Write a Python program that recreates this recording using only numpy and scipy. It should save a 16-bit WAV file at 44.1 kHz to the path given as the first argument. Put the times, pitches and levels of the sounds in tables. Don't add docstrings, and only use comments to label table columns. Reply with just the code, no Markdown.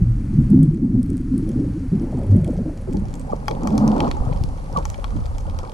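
import sys
import numpy as np
from scipy import signal
from scipy.fft import rfft, irfft
from scipy.io import wavfile
from scipy.ndimage import uniform_filter1d, minimum_filter1d

SR = 44100
rng = np.random.default_rng(int(sys.argv[2]) if len(sys.argv) > 2 else 0)


def int16_out(signal):
    q = np.round(np.clip(np.atleast_2d(signal).T, -1, 1) * 32767)
    wavfile.write(sys.argv[1], SR, q.astype(np.int16))


N = 252693

# start in seconds, pitch in Hz, peak in dB, swell in seconds.
GLUGS = [(0.0, 113.5, -11, 0.057), (0.369, 142.7, -8.5, 0.016), (0.5, 188, -9, 0.029),
         (0.508, 146.4, -11, 0.024), (0.529, 244.6, -7, 0.022), (0.53, 308, -9.5, 0.0077),
         (0.552, 152.4, -6.5, .048), (0.563, 262.5, -9, 0.028), (0.661, 146, -10, .023),
         (0.82, 255, -10.5, 0.012), (0.853, 221, -11, 0.011), (0.939, 216, -9.5, .012),
         (0.963, 243, -9, .017), (1.304, 255.7, -14.5, 0.024), (1.919, 161.6, -11, 0.0092),
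         (2.282, 97.3, -7.5, 0.04), (2.319, 264.5, -13, 0.012), (2.331, 213.5, -12, 0.014),
         (3.712, 209, -15, 0.033), (3.79, 207.5, -12.5, 0.041), (3.861, 202, -17, 0.039)]
# start in seconds, pitch in Hz, peak in dB,
# swell in seconds, glide in natural-log pitch per swell.
SQUIRTS = [(1.925, 384, -17, 0.0096, -0.013), (2.127, 630, -23.5, 0.0032, 0.0064),
           (2.227, 544, -27, 0.0074, 0.014), (2.472, 668, -26, 0.0028, 0.019),
           (2.49, 594, -17.5, 0.0045, -0.12), (2.555, 715, -26.5, 0.0025, 0.013),
           (2.587, 550, -15.5, 0.0032, -0.073), (2.659, 600, -20, 0.0021, -0.14),
           (2.694, 633, -24, 0.0025, 0), (2.872, 430, -22, .012, -0.11), (2.938, 350, -17.5, 0.011, 0.0022),
           (2.942, 867, -28.5, 0.0079, -0.032), (3.05, 690, -31, 0.0047, 0.07),
           (3.294, 842, -23, 0.0069, -0.026), (3.323, 1217, -22.5, 0.0048, -0.047),
           (3.332, 830, -8.5, .0022, -0.36), (3.503, 374, -19.5, 0.008, .16),
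           (4.164, 818, -23, 0.01, 0.021), (4.297, 523, -21, .0043, -0.056),
           (4.759, 1161, -14, 0.0088, -0.024), (4.774, 523, -20, .01, 0.033),
           (4.777, 940, -21, .0079, -0.0087), (4.986, 584, -23, 0.0039, -0.02)]
# crest time, swell and fade in seconds, large and fine bubble levels in dB,
# large-bubble tilt in dB per octave.
GUSHES = [(0.0, .02, .05, -10.5, -54, -11), (0.39, .07, 0.059, -14, -51, -4.5),
          (0.56, 0.097, 0.13, -12.5, -41.5, -2.5), (0.852, .04, 0.059, -16.5, -43, 3),
          (0.959, .05, .07, -16, -41, -1), (1.11, .07, .11, -21, -52.5, -0.5),
          (1.34, 0.014, 0.17, -20, -44.5, 3), (1.5, .04, 0.065, -24.5, -36.5, 6.5),
          (1.58, 0.043, .15, -18, -38.5, 5.5), (1.94, 0.022, 0.062, -15.5, -57, -2.5),
          (2.039, 0.05, 0.027, -21, -45, 10.5), (2.179, 0.075, .07, -20.5, -34.5, -6),
          (2.36, .05, .11, -13.5, -44, -2), (2.5, .05, 0.045, -22, -33, 4),
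          (2.599, 0.044, .04, -18.5, -44, -0.5), (2.67, 0.045, .05, -23.5, -48, 11),
          (2.89, 0.019, .04, -22.5, -39.5, 9), (2.96, .04, .1, -20, -43.5, 0.5),
          (3.331, .05, 0.025, -31.5, -37, -7.5), (3.519, 0.027, 0.089, -29, -35, 1.5),
          (3.64, 0.024, 0.11, -22.5, -34, -1.5), (3.84, .17, 0.18, -16.5, -31.5, 4.5),
          (4.071, 0.24, 0.024, -21.5, -26.5, 2), (4.289, 0.14, .13, -29, -39, -6),
          (4.78, .05, 0.037, -26, -32, -1.5), (5.17, .04, 0.036, -24, -52, 0.5),
          (5.48, 0.047, 0.077, -34.5, -43, -2), (5.64, .1, 0.13, -42, -40, -8)]
# time in seconds, large and fine bubble levels in dB,
# large-bubble tilt in dB per octave.
TRICKLE = [(0, -30, -52.5, -3.5), (0.75, -23.5, -55, -0.5), (1.25, -27, -55, 0.5), (1.8, -27, -52, 2.5),
           (2.25, -35, -36, 2.5), (2.8, -35.5, -45, -5.5), (3.2, -32, -46, -7.5), (4.1, -39.5, -40.5, -14),
           (4.6, -34.5, -47, -6.5), (5.3, -47, -46, -8), (5.73, -41.5, -52, -14)]
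# time in seconds, small over medium in dB, tilt in dB per octave.
FINENESS = [(0, -8, -21.5), (0.55, -12.5, -26), (1.5, -20, -28.5), (2.0, -7.5, -13), (2.5, -19, -9.5),
            (3.2, -3, -1), (4.0, -.5, -5.5), (5.73, -1, 8)]
# frequency in Hz, relative level in dB.
LARGE_SPECTRUM = [(95, -2), (120, 2), (155, 2), (200, 2), (265, 1), (310, -5), (360, -17.5), (420, -22)]
MEDIUM_SPECTRUM = [(345, 3.5), (385, -3.5), (435, -3.5), (500, 7.5), (580, -0.5), (670, -9.5)]
SMALL_SPECTRUM = [(650, -6), (760, 3), (880, 1.5), (1000, -2.5), (1170, -3.5), (1320, -12), (1480, -21)]
FIZZ_SPECTRUM = [(2000, -6.5), (3300, -2), (3800, -7), (4500, 3.5), (5400, -5), (7500, -8), (10000, -14.5)]
# frequency in Hz, lag in radians.
PORT_LAG = [(100, 0.23), (220, 0.13), (370, 1.3), (500, 1.8), (700, 0.79), (860, 1.45), (1000, 1.75),
            (1200, 2.23), (1450, 1.84)]
# start in seconds, level in dB, centre in Hz, wall and case ring in relative dB.
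NEAR_SNAPS = [(0.503, -35, 9700, -23, -32.5), (0.631, -30.5, 9230, -15.5, -29),
              (1.03, -31, 9200, -22, -28.5), (1.103, -32.5, 9500, -26, -30), (1.17, -32.5, 9250, -28, -33),
              (1.179, -35, 8000, -8, -26), (1.379, -31.5, 9600, -24, -28), (1.4907, -34, 9900, -7, -26),
              (2.4456, -28, 9400, -6.5, -26), (2.933, -35, 6700, -24, -24.5), (2.9697, -32, 5200, -8, -26),
              (3.14, -27.5, 6600, -9.5, -13), (3.154, -31, 7500, -18, -26), (3.196, -34, 8100, -14, -26),
              (3.482, -16.5, 5600, 1, 2), (3.511, -26, 4390, 1, -4), (3.634, -31.5, 6200, -7, -10),
              (3.673, -17.5, 5630, -8, -2), (3.7791, -14.5, 5400, -13, -10),
              (3.8782, -19.5, 5140, -11, -26), (3.917, -28.5, 3780, -6, -26),
              (4.004, -16.5, 3600, -1, -4.5), (4.1132, -20.5, 3320, 0.5, -5), (4.169, -36, 6500, -19.5, 3),
              (4.328, -38.5, 3000, 8, -6), (4.4376, -24, 4680, -17, -17), (4.727, -35.5, 4990, -24, -26),
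              (4.7728, -23.5, 4320, -6.5, -24), (4.7873, -30.5, 6540, -9, -26),
              (4.8535, -21.5, 6260, -3.5, -3), (4.901, -24.5, 6860, -10, -17), (4.9435, -34, 3250, 4, -3),
              (5.043, -24.5, 3920, -1.5, 1.5), (5.2568, -33.5, 4610, -6.5, -26),
              (5.383, -28.5, 5350, -5, -13), (5.5886, -29.5, 4800, -0.5, -4), (5.65, -37, 3470, 3, -26)]
# time in seconds, base level in dB, centre in Hz.
FAR_CRACKLE = [(0, -55, 7420), (1.2, -50.5, 7430), (2.7, -45.5, 7200), (3.3, -47, 5500), (4.0, -38.5, 4540),
               (4.5, -46.5, 4650), (5.73, -41, 4700)]
# frequency in Hz, level in dB,
# T60 in seconds, right-port gain (negative in antiphase).
CASE_MODES = [(845, -3, 0.073, 0.37), (1113, 0.5, .04, -0.061), (1325, -2, 0.033, -0.21)]
WALL_MODES = [(1550, -10.5, .016, -1), (1900, -11, 0.02, -2), (2254, -11.5, 0.033, 0.37),
              (2430, -16.5, 0.018, 2.3), (3130, -14, 0.022, 1.1), (3327, -14.5, 0.035, 0.35),
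              (4320, -15, 0.019, 0.64), (5350, -15, .01, -0.063), (5870, -15.5, 0.013, 0.51)]
# start in seconds, level in dB, pitch in Hz.
BUMPS = [(4.208, -6.5, 44.3), (4.272, -11.5, 109), (4.313, -11, 140), (4.36, -13.5, 55), (4.412, -8.5, 90),
         (4.442, -16.5, 135), (4.472, -24, 100), (5.166, -31, 90)]
# time in seconds, level in dB.
FLOW_LEVEL = [(0.0, -19), (0.13, -19), (0.3, -26), (0.41, -19), (0.88, -32), (0.89, -26), (2.14, -28),
              (2.3, -22.5), (2.76, -30), (3.05, -24), (3.13, -31), (4.44, -24), (4.66, -30), (4.88, -24),
              (4.95, -34), (5.07, -24), (5.59, -25), (5.73, -38)]
# time in seconds, dull rush in dB, distant sizzle in dB.
HISS_LEVELS = [(0, -56.5, -62.5), (0.45, -53.5, -60), (0.8, -60, -66), (1.45, -55, -60), (2.45, -54, -60.5),
               (3.45, -59, -61), (3.96, -53, -57.5), (4.5, -60, -59), (4.9, -57, -58), (5.73, -63, -61)]
# frequency in Hz, relative density in dB.
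FLOW_SPECTRUM = [(12, -23), (22, 0), (36, 4), (52, -4.5), (72, -3), (100, -6.5), (150, -25.5), (300, -31.5)]
RUSH_SPECTRUM = [(400, -2.5), (800, 0), (1300, 1.5), (1700, -2), (2250, -5.5), (2800, -14.5), (4000, -44.5)]
SIZZLE_SPECTRUM = [(1800, -3.5), (2700, 2), (3200, 0.5), (3700, -1.5), (4500, 3), (5000, 0), (5800, 1),
                   (7300, -1.5), (10300, -1), (11800, -11.5), (13500, -15.5), (14800, -35.5)]
# time in seconds, width from 0 to 1, side gain of the flow in dB.
SPREAD = [(0, 0, -20), (2.74, 0, -17), (2.95, 0.67, -7.5), (3.5, 1, -11), (4.2, 0.98, -5), (5.1, 1, -6.5),
          (5.73, 1, -10.5)]


def near_bubbles(squirt_lag_turns=0.35):
    out = np.zeros((2, N))
    for start_s, hz, db, swell_s in GLUGS:
        wave = from_db(db) * bubble(hz, swell_s, glide=0.014).real
        add(out, start_s, mid_side(wave, wave))
    for start_s, hz, db, swell_s, glide in SQUIRTS:
        wave = from_db(db) * bubble(hz, swell_s, glide)
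        lagged = wave * np.exp(-2j * np.pi * squirt_lag_turns)
        add(out, start_s, mid_side(wave.real, lagged.real))
    return out


def bubble(hz, swell_s, glide):
    age = np.arange(int(7 * swell_s * SR) + 2) / (swell_s * SR)
    turns = np.cumsum(hz * np.exp(glide * age)) / SR + rng.random()
    return age ** 2 * np.exp(2 - 2 * age) * np.exp(2j * np.pi * turns)


def bubble_clouds(fizz_db=-27):
    large_gain, fine_gain, large_tilt = air_release()
    small_db, fine_tilt = in_time(FINENESS)
    large = swarm(LARGE_SPECTRUM, large_tilt, per_s=260, swell_cycles=2.67, size_db=1.5,
                  scatter_rad=0.35, left_db=-1.5, span_s=0.033)
    medium = swarm(MEDIUM_SPECTRUM, fine_tilt, per_s=450, swell_cycles=1.78, size_db=3.0,
                   scatter_rad=1.81, left_db=-3.5, span_s=0.064)
    small = swarm(SMALL_SPECTRUM, fine_tilt, per_s=1000, swell_cycles=2.6, size_db=2.5,
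                  scatter_rad=0.64, left_db=2.0, span_s=0.1)
    fizz = from_db(fizz_db) * noise(FIZZ_SPECTRUM)
    return large_gain * large + fine_gain * (medium + from_db(small_db) * (small + fizz))


def air_release(drop_db=10.5, roundness=1.26):
    t = np.arange(N) / SR
    large_db, fine_db, tilt = in_time(TRICKLE)
    large_power, fine_power = from_db(large_db) ** 2, from_db(fine_db) ** 2
    tilt_sum = large_power * tilt
    for crest_s, swell_s, fade_s, large_db, fine_db, tilt in GUSHES:
        from_crest = np.maximum((crest_s - t) / swell_s, (t - crest_s) / fade_s)
        shape_db = -drop_db * np.minimum(from_crest, 10) ** roundness
        gush_power = from_db(large_db + shape_db) ** 2
        large_power += gush_power
        fine_power += from_db(fine_db + shape_db) ** 2
        tilt_sum += gush_power * tilt
    return np.sqrt(large_power), np.sqrt(fine_power), tilt_sum / large_power


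def swarm(spectrum, tilt_db_per_oct, per_s, swell_cycles, size_db, scatter_rad, left_db, span_s):
    out = np.zeros((2, N))
    low_hz, high_hz = spectrum[0][0], spectrum[-1][0]
    for when, pitch, size, life, place in rng.random((int(per_s * N / SR), 5)):
        hz = low_hz * (high_hz / low_hz) ** pitch
        octaves = np.log2(hz / np.sqrt(low_hz * high_hz))
        colour_db = at_hz(spectrum, hz) + tilt_db_per_oct[int(when * N)] * octaves
        gain = from_db(colour_db - size_db * np.log(size + 0.02)) * hz / low_hz
        wave = gain * bubble(hz, swell_cycles * (0.5 + life) / hz, glide=0.025)
        lag_rad = at_hz(PORT_LAG, hz) + scatter_rad * (2 * place - 1)
        lagged = wave * np.exp(-1j * lag_rad)
        add(out, when * N / SR, mid_side(from_db(left_db) * wave.real, lagged.real))
    return steady(out, span_s)


def shrimp(far_per_s=36, range_db=8):
    out = np.zeros((2, N))
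    for start_s, db, hz, walls_db, case_db in NEAR_SNAPS:
        add(out, start_s, snap(db, hz, walls_db, case_db))
    far_db, far_hz = in_time(FAR_CRACKLE)
    for when, size, pitch in rng.random((int(far_per_s * N / SR), 3)):
        i = int(when * N)
        db = far_db[i] + range_db * size ** 3
        hz = far_hz[i] * 2 ** (pitch - 0.5)
        add(out, i / SR, snap(db, hz, walls_db=-3.5, case_db=-20))
    return out


def snap(db, hz, walls_db, case_db, crack_t60_s=0.0062, echo_db=-27, echo_t60_s=0.23,
         width_hz=2600, skirt_db=-7, skirt_oct=0.95):
    t = np.arange(SR // 12) / SR
    mid, side = rng.standard_normal((2, len(t)))
    fade = from_db(-60 * t / crack_t60_s) + from_db(echo_db - 60 * t / echo_t60_s)
    burst = left_right(mid, from_db(-8.5) * side) * fade
    core = band(burst, hz - width_hz / 2, hz + width_hz / 2, order=2)
    skirts = band(burst, hz / 2 ** skirt_oct, hz * 2 ** skirt_oct, order=1)
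    crack = band(core + from_db(skirt_db) * skirts, 1800, 11300, order=2)
    crack = crack / np.abs(crack).max() * from_db([[-2], [2]])
    walls = from_db(walls_db) * housing_ring(WALL_MODES, t)
    case = from_db(case_db) * housing_ring(CASE_MODES, t)
    return from_db(db) * mid_side(*(crack + walls + case))


def housing_ring(modes, t, scatter_db=2.4):
    out = 0
    for hz, db, t60_s, right_gain in modes:
        strength = from_db(db + rng.normal(0, scatter_db)) * rng.choice([-1, 1])
        mode = from_db(-60 * t / t60_s) * np.sin(2 * np.pi * hz * t)
        out = out + strength * np.outer([1, right_gain], mode)
    return out


def bumps(t60_s=0.039, attack_s=0.0023, side_db=-7):
    out = np.zeros((2, N))
    t = np.arange(SR // 8) / SR
    for start_s, db, hz in BUMPS:
        envelope = 2 * from_db(db - 60 * t / t60_s) * (1 - np.exp(-t / attack_s))
        heave = envelope * np.sin(2 * np.pi * hz * t)
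        side_gain = from_db(side_db) * rng.choice([-1, 1])
        add(out, start_s, np.outer([1, side_gain], heave))
    return out


def water_flow(side_db):
    level_db, = in_time(FLOW_LEVEL)
    flow = from_db(level_db) * steady(noise(FLOW_SPECTRUM), span_s=0.082)
    flow[1] *= from_db(side_db)
    return flow


def hiss(rush_side_db=6, sizzle_side_db=-3):
    rush_db, sizzle_db = in_time(HISS_LEVELS)
    rush = from_db(rush_db) * noise(RUSH_SPECTRUM)
    rush[1] *= from_db(rush_side_db)
    sizzle = from_db(sizzle_db) * noise(SIZZLE_SPECTRUM)
    sizzle[1] *= from_db(sizzle_side_db)
    return rush + sizzle


def noise(spectrum):
    hz = np.arange(N // 2 + 1) * SR / N + 1e-3
    skirts = np.minimum(1, hz / spectrum[0][0]) ** 2 * np.minimum(1, spectrum[-1][0] / hz) ** 4
    white = rfft(rng.standard_normal((2, N)))
    x = irfft(white * from_db(at_hz(spectrum, hz)) * skirts, N)
    return x / np.sqrt(np.mean(x ** 2) + 1e-20)


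def steady(x, span_s):
    size = max(int(span_s * SR), 2)
    power = uniform_filter1d(uniform_filter1d(x[0] ** 2, size), size)
    return x / np.sqrt(np.abs(power) + 0.02 * power.mean())


def band(x, low_hz, high_hz, order):
    edges_hz = np.clip([low_hz, high_hz], 300, 0.45 * SR)
    return signal.sosfilt(signal.butter(order, edges_hz, "band", fs=SR, output="sos"), x)


def from_db(db):
    return 10 ** (np.asarray(db) / 20)


def in_time(rows):
    times_s, *columns = np.transpose(rows)
    return [np.interp(np.arange(N) / SR, times_s, column) for column in columns]


def at_hz(points, hz):
    points_hz, values = np.transpose(points)
    return np.interp(np.log(hz + 1e-3), np.log(points_hz), values)


def add(out, start_s, sound):
    start = int(np.clip(start_s * SR, 0, N - 1))
    out[:, start:start + sound.shape[1]] += sound[:, :N - start]


def mid_side(left, right):
    return np.array([left + right, left - right]) / 2


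def left_right(mid, side):
    return np.array([mid + side, mid - side])


def scene():
    width, flow_side_db = in_time(SPREAD)
    background = water_flow(flow_side_db) + hiss()
    mid, side = background + bumps() + near_bubbles() + bubble_clouds() + shrimp()
    return left_right(mid, width * side)


def record(dry, ceiling=0.92, stopband_hz=16200):
    size = SR // 140
    allowed = np.minimum(1, ceiling / (np.abs(dry).max(axis=0) + 1e-9))
    held = minimum_filter1d(allowed, 2 * size)
    gain = uniform_filter1d(uniform_filter1d(held, size), size)
    return signal.sosfilt(signal.cheby2(12, 60, stopband_hz, fs=SR, output="sos"), dry * gain)


dry = scene()
out = record(dry)
int16_out(out)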